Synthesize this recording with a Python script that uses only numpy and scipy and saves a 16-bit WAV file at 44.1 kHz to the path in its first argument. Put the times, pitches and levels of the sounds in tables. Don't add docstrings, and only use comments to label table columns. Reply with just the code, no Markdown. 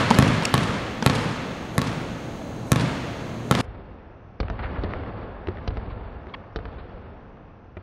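import sys
import numpy as np
from scipy import signal
from scipy.io import wavfile

SR = 44100
rng = np.random.default_rng(int(sys.argv[2]) if len(sys.argv) > 2 else 0)


def dump(signal):
    limited = np.clip(np.atleast_2d(signal).T, -1, 1)
    pcm = np.round(limited * 32767).astype(np.int16)
    wavfile.write(sys.argv[1], SR, pcm)


def boost(x):
    u = np.asarray(x, float) / 20
    return 10 ** u


N = 344862

CUT_S, LEAD_S = 3.6122, .8
SPEED, SLOW_AT_S, SAME_AS_S = .4005, 5.6757, .1866
M = round((CUT_S + LEAD_S) * SR)
MODE_SPREAD_DB = 2.5

# (time [s], slap peak [dB], thump [dB], top [dB], delay of the nearest big wall [s])
BOUNCES = [
    (0.187, -1.5, -11.5, -18, .0377),
    (0.5408, -2.5, -17.5, -19.5, .0377),
    (1.0624, -1.5, -17, -21, .0358),
    (1.7802, -6.5, -19.5, -23, .0367),
    (2.7184, -3.5, -15, -16, .0408),
    (3.5114, -1.5, -18, -21, .0400),
]
# (time [s], slap peak [dB], thump [dB], top [dB], wall delay [s])
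SLOW_BOUNCES = [
    (3.300, -1, -14.5, -18, .039),
    (4.402, 2, -11.5, -16.5, .0394),
]


def live_time(s):
    return SAME_AS_S + (s - SLOW_AT_S) * SPEED


def merged(rows, slow_rows):
    table = np.array([(live_time(s), *rest) for s, *rest in slow_rows] + list(rows))
    at = np.round((table[:, 0] + LEAD_S) * SR).astype(int)
    return (at, *table[:, 1:].T)


def clicks(at, db):
    out = np.full(M, 1e-18)
    out[at] += boost(db)
    return out


def at_hz(points, hz):
    points = np.array(points)
    return np.interp(np.log(hz), np.log(points[:, 0]), points[:, 1])


def band(x, low_hz, high_hz):
    return signal.sosfilt(signal.butter(2, [low_hz, min(high_hz, .45 * SR)], "band", fs=SR, output="sos"), x)


def fading(x, t60):
    return signal.lfilter([1], [1, -boost(-60 / (t60 * SR))], x)


def struck(at, db, modes, spread_db):
    out = 0
    chance = rng.standard_normal((len(at), len(modes)))
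    for k, (hz, mode_db, t60) in enumerate(modes):
        r, w = boost(-60 / (t60 * SR)), 2 * np.pi * hz / SR
        blows = clicks(at, db + mode_db + spread_db * chance[:, k])
        out = out + signal.lfilter([0, np.sin(w)], [1, -2 * r * np.cos(w), r * r], blows)
    rubber_hz = 5000
    return signal.lfilter(*signal.butter(2, rubber_hz, fs=SR), out)


def bank(shape):
    out = 0
    white = rng.standard_normal((2, M))
    edges = 22 * 2 ** np.arange(0, 9.8, 1 / 3)
    for k, (low, high) in enumerate(zip(edges, edges[1:])):
        out = out + shape(np.sqrt(low * high)) * band(white[k % 2], low, high)
    return out


def background():
    # (frequency [Hz], density [dB per Hz])
    ventilation = [(12, -34), (20, -8.5), (161, 1.5), (232, 2), (289, -3), (352, 0), (404, -8), (505, -4.5),
                   (2540, -28.5), (4190, -31), (4810, -43), (6720, -31.5), (7520, -39), (15500, -49.5)]
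    # (frequency [Hz], width [Hz], level [dB])
    hums = [
        (117, 3, -45),
        (6600, 500, -68),
        (15625, 8, -83),
    ]
    # (frequency [Hz], level [dB rms])
    whine = [(4043, -65), (4544, -70.5), (5760, -74), (6239, -67), (6422, -75.5), (6481, -68.5),
             (6718, -81), (6842, -74)]
    ventilation_db = -33.5
    out = bank(lambda hz: boost(at_hz(ventilation, hz)))
    out = boost(ventilation_db) * out / np.std(out)
    for hz, width, db in hums:
        hum = band(rng.standard_normal(M), hz - width / 2, hz + width / 2)
        out += boost(db) * hum / np.std(hum)
    for hz, db in whine:
        out += boost(db + 4.5) * np.sin(2 * np.pi * (hz * np.arange(M) / SR + rng.random()))
    return out


def bursts():
    # (time [s], peak [dB], knock [dB], top [dB], length [s])
    steps = [
        (.105, -5.5, -20, -18, 0.0008),
        (.110, -9.5, -11.5, -24, 0.0025),
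        (.4245, -14, -28, -33.5, 0.0004),
        (.430, -30, -39, -39, 0.012),
        (.452, -19, -44.5, -51, 0.0042),
        (1.025, -14.5, -19.5, -42, 0.0033),
    ]
    # (time [s], peak [dB], knock [dB], top [dB], length [s])
    slow_steps = [
        (3.917, -31, -37, -50, 0.002),
        (4.483, -11, -30, -42, 0.0014),
        (4.590, -15.5, -30, -43, .012),
        (4.632, -12.5, -24, -46, .016),
        (4.756, -16, -24, -48, 0.007),
        (4.836, -10, -15, -14, 0.0016),
        (4.843, -13, -8, -24, 0.003),
        (4.899, -36.5, -34, -35, 0.001),
        (4.936, -4, -22, -32, .001),
        (5.093, -20, -22, -42, 0.0025),
    ]
    # (peak [dB], knock [dB], top [dB], hall [dB], length [s])
    second_trip = (-19, -29, -35, -33, .005)
    far_wall = (-21, -28, -33, -30, .012)
    second_trip_lag, far_wall_s = 1.92, .089
    facing_s, aside_db_per_ms = .040, 3
    knock_hall_db, scuff_hall_db = -14, -10
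    step_wall_s, peak_loss_db, knock_loss_db, top_loss_db = .0398, 8, 14, 15

    at, peak_db, knock_db, top_db, length = merged(steps, slow_steps)
    knock_energy = boost(2 * (knock_db + knock_hall_db))
    scuff_energy = boost(2 * (peak_db + scuff_hall_db)) * (length / .01) ** 2
    hall_db = 10 * np.log10(knock_energy + scuff_energy)
    rows = list(zip(at, peak_db, knock_db, top_db, hall_db, length))
    rows += zip(at + step_wall_s * SR, peak_db - peak_loss_db, knock_db - knock_loss_db,
                top_db - top_loss_db, hall_db - knock_loss_db, length)
    for i, slap_db, _, _, wall_s in zip(*merged(BOUNCES, SLOW_BOUNCES)):
        aside_db = aside_db_per_ms * min(wall_s - facing_s, 0) * 1000
        returns = [(second_trip_lag * wall_s, slap_db + aside_db, second_trip), (far_wall_s, slap_db, far_wall)]
        for lag_s, db, (*below_db, smear_s) in returns:
            rows.append((i + lag_s * SR, *(db + np.array(below_db)), smear_s))
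    at, *columns = np.transpose(rows)
    return at.astype(int), *columns


def shoes():
    # (frequency [Hz], level [dB], t60 [s])
    sole_modes = [(230, 2.5, 0.065), (485, 3, .03), (907, 6.5, 0.023), (1535, -1, .015)]
    at, peak_db, knock_db, top_db, hall_db, length = bursts()
    mid = band(band(rng.standard_normal(M), 1200, 5740), 1200, 5740)
    top = band(band(rng.standard_normal(M), 5500, 11000), 5500, 11000)
    out = struck(at, knock_db, sole_modes, MODE_SPREAD_DB)
    for i, mid_db, bright_db, s in zip(at, peak_db, top_db, length):
        u = np.arange(min(round(.06 * SR), M - i)) / SR / max(s, .0003)
        contact = np.exp(-u ** 2) * np.minimum(1, 11.0 * u + .3)
        span = slice(i, i + len(u))
        out[span] += contact * (boost(mid_db) * mid[span] + boost(bright_db) * top[span])
    return out, clicks(at, 2 * hall_db)


def ball():
    # (frequency [Hz], level [dB], t60 [s])
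    thump_modes = [(132, -12.5, 0.11), (164, -9, 0.1), (205, -9, 0.061), (256, -6, .08), (307, -13, .05),
                   (440, -18, 0.032)]
    # (frequency [Hz], level [dB], t60 [s])
    air_modes = [(540, -4, 0.016), (700, -9.5, .015), (890, -5, .02), (1120, -3, 0.05), (1320, 0, 0.016),
                 (1764, -1, .015), (2000, -6, .012), (2440, -3.5, .012), (3200, -8.5, 0.013),
                 (3800, 0.5, 0.0045)]
    # (delay [s], level [dB])
    boom_echoes = [(0.015, -9.5), (.078, -11), (.096, -9.5), (.112, -11), (0.151, -13), (0.194, -13.5)]
    wall_loss_db = np.array([2.5, 6, 17, 4])
    wall_ring_loss_db = 4
    contact_hz = 200
    thump_lag_s = .0014
    near_echo_s, near_echo_db, echo_top_hz = .0115, -9, 6200
    wall_near_echo_db = -8
    hall_under_slap_db = 23

    hit, slap_db, thump_db, top_db, wall_s = merged(BOUNCES, SLOW_BOUNCES)
    direct = np.array([slap_db, thump_db, top_db, slap_db - hall_under_slap_db])
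    at = np.r_[hit, hit + np.round(wall_s * SR).astype(int)]
    slap_db, thump_db, top_db, hall_db = np.c_[direct, direct - wall_loss_db[:, None]]
    is_return = np.arange(len(at)) >= len(hit)

    slap = band(band(clicks(at, slap_db + 7), 750, 4100), 470, 7700)
    rattle_noise = band(band(rng.standard_normal(M), 500, 4500), 430, 6500)
    rattle = fading(clicks(at, slap_db - 7.5), 0.015) * rattle_noise
    crackle_noise = band(band(rng.standard_normal(M), 5500, 12000), 5500, 13000)
    crackle = fading(clicks(at, top_db + 7), 0.014) * crackle_noise
    ring = struck(at, slap_db - 9 - wall_ring_loss_db * is_return, air_modes, MODE_SPREAD_DB)
    bright = slap + rattle + crackle + ring

    push = struck(at + round(thump_lag_s * SR), thump_db + 14, thump_modes, MODE_SPREAD_DB / 2)
    thump = -signal.lfilter(*signal.butter(2, contact_hz, fs=SR), push)
    thump = thump + sum(boost(db) * np.r_[np.zeros(round(s * SR)), thump][:M] for s, db in boom_echoes)

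    lag = round(near_echo_s * SR)
    order = np.searchsorted(np.sort(at), np.arange(M), "right") - 1
    latest = np.argsort(at)[np.maximum(order, 0)]
    facing = bright * np.where(latest < len(hit), 1, boost(wall_near_echo_db))
    echo = band(np.r_[np.zeros(lag), facing[:-lag]], 300, echo_top_hz)
    return bright + thump - boost(near_echo_db) * echo, clicks(at, 2 * hall_db)


def hall(energy):
    # (frequency [Hz], density [dB per Hz])
    hall_colour = [(30, -39), (60, -8.5), (100, -1.5), (140, -0.5), (240, -1.5), (300, -11), (420, -9),
                   (600, -10), (830, -15), (1110, -12.5), (1600, -16), (3400, -23.5), (10300, -42),
                   (14500, -67)]
    # (frequency [Hz], t60 [s])
    hall_t60 = [(60, 3.3), (160, 1.2), (420, 1.5), (1100, 2.22), (2900, 2.8), (7700, 1.4), (11000, 0.23),
                (14000, 0.35)]
    build_up_s, early_t60_s, early_db = 0.047, 0.56, 2
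    clump_hz, clump_db = 67, 2.5
    filled = fading(energy, build_up_s * np.log(1000)) / (build_up_s * SR)
    clumps = band(rng.standard_normal(M), 4.1, clump_hz)
    lumpy = boost(2 * (early_db + clump_db * clumps / np.std(clumps)))
    early = lumpy * fading(filled, early_t60_s / 2)

    def gain(hz):
        return boost(at_hz(hall_colour, hz)) * np.sqrt(early + fading(filled, at_hz(hall_t60, hz) / 2))

    return boost(18.5) * bank(gain)


def squeak():
    partials_db = [1, 0, 0, -8]
    start_s, length_s = .4516, .0066
    first_hz, last_hz, level_db = 2750, 1945, -19
    u = np.arange(round(length_s * SR)) / (length_s * SR)
    roughness_hz = 1100 * rng.standard_normal(len(u))
    phase = 2 * np.pi * np.cumsum(first_hz + (last_hz - first_hz) * u + roughness_hz) / SR
    tone = sum(boost(db) * np.sin((k + 1) * phase) for k, db in enumerate(partials_db))
    out = np.zeros(M)
    i = round((start_s + LEAD_S) * SR)
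    out[i:i + len(u)] = boost(level_db) * np.sin(np.pi * u ** .7) * tone
    return band(band(out, 1800, 11000), 1800, 11000)


def scene():
    mic_low_hz, top_hz, slow_db = 97, 15900, -15
    bounces, ball_energy = ball()
    footwork, shoe_energy = shoes()
    played = bounces + footwork + squeak() + hall(ball_energy + shoe_energy)
    gym = signal.sosfilt(signal.butter(2, mic_low_hz, "high", fs=SR, output="sos"), played) + background()
    gym = 1.108 * np.tanh(gym / 1.094)
    gym = signal.sosfilt(signal.cheby2(10, 60, top_hz + 1300, fs=SR, output="sos"), gym)
    s = np.arange(N) / SR
    slowed = s >= CUT_S
    fine = signal.resample_poly(gym, 4, 1)
    read = 4 * SR * (LEAD_S + np.where(slowed, live_time(s), s))
    return (np.interp(read, np.arange(len(fine)), fine) * np.where(slowed, boost(slow_db), 1))[None]


def thinned(x):
    thin_from_hz, thin_below_db, thin_spread_db = 4800, -54.5, 2.5
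    smear_db = -18
    sharp_db, blow_top_hz = 8, 14900
    hz, _, spec = signal.stft(x, SR, nperseg=4096)
    spec, hz = spec[:2048], hz[:2048, None]
    power = np.abs(spec) ** 2
    bands = power.reshape(128, 16, -1).sum(axis=1)
    judged = bands * boost(2 * thin_spread_db * rng.standard_normal(bands.shape))
    judged = judged.repeat(16, axis=0)
    error = rng.standard_normal(spec.shape) + 1j * rng.standard_normal(spec.shape)
    smear = boost(smear_db) * np.sqrt(bands.repeat(16, axis=0) / 32) * error
    spec = spec + (hz > thin_from_hz) * smear
    treble = power[hz[:, 0] > 12000].sum(axis=0) + 1e-12
    calm = np.r_[1, treble[1:] / treble[:-1]] < boost(2 * sharp_db)
    faint = judged < boost(2 * thin_below_db) * power.sum(axis=0)
    weak = (faint & calm) | (~calm & (hz > blow_top_hz))
    spec = np.r_[spec * ~(weak & (hz > thin_from_hz)), 0 * spec[:1]]
    return signal.istft(spec, SR, nperseg=4096)[1][:N]


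def low_pass(x):
    return signal.sosfilt(signal.butter(12, 15950, fs=SR, output="sos"), x)


def record(dry):
    mix = thinned(dry[0])[None]
    return low_pass(mix)


dry = scene()
out = record(dry)
dump(out)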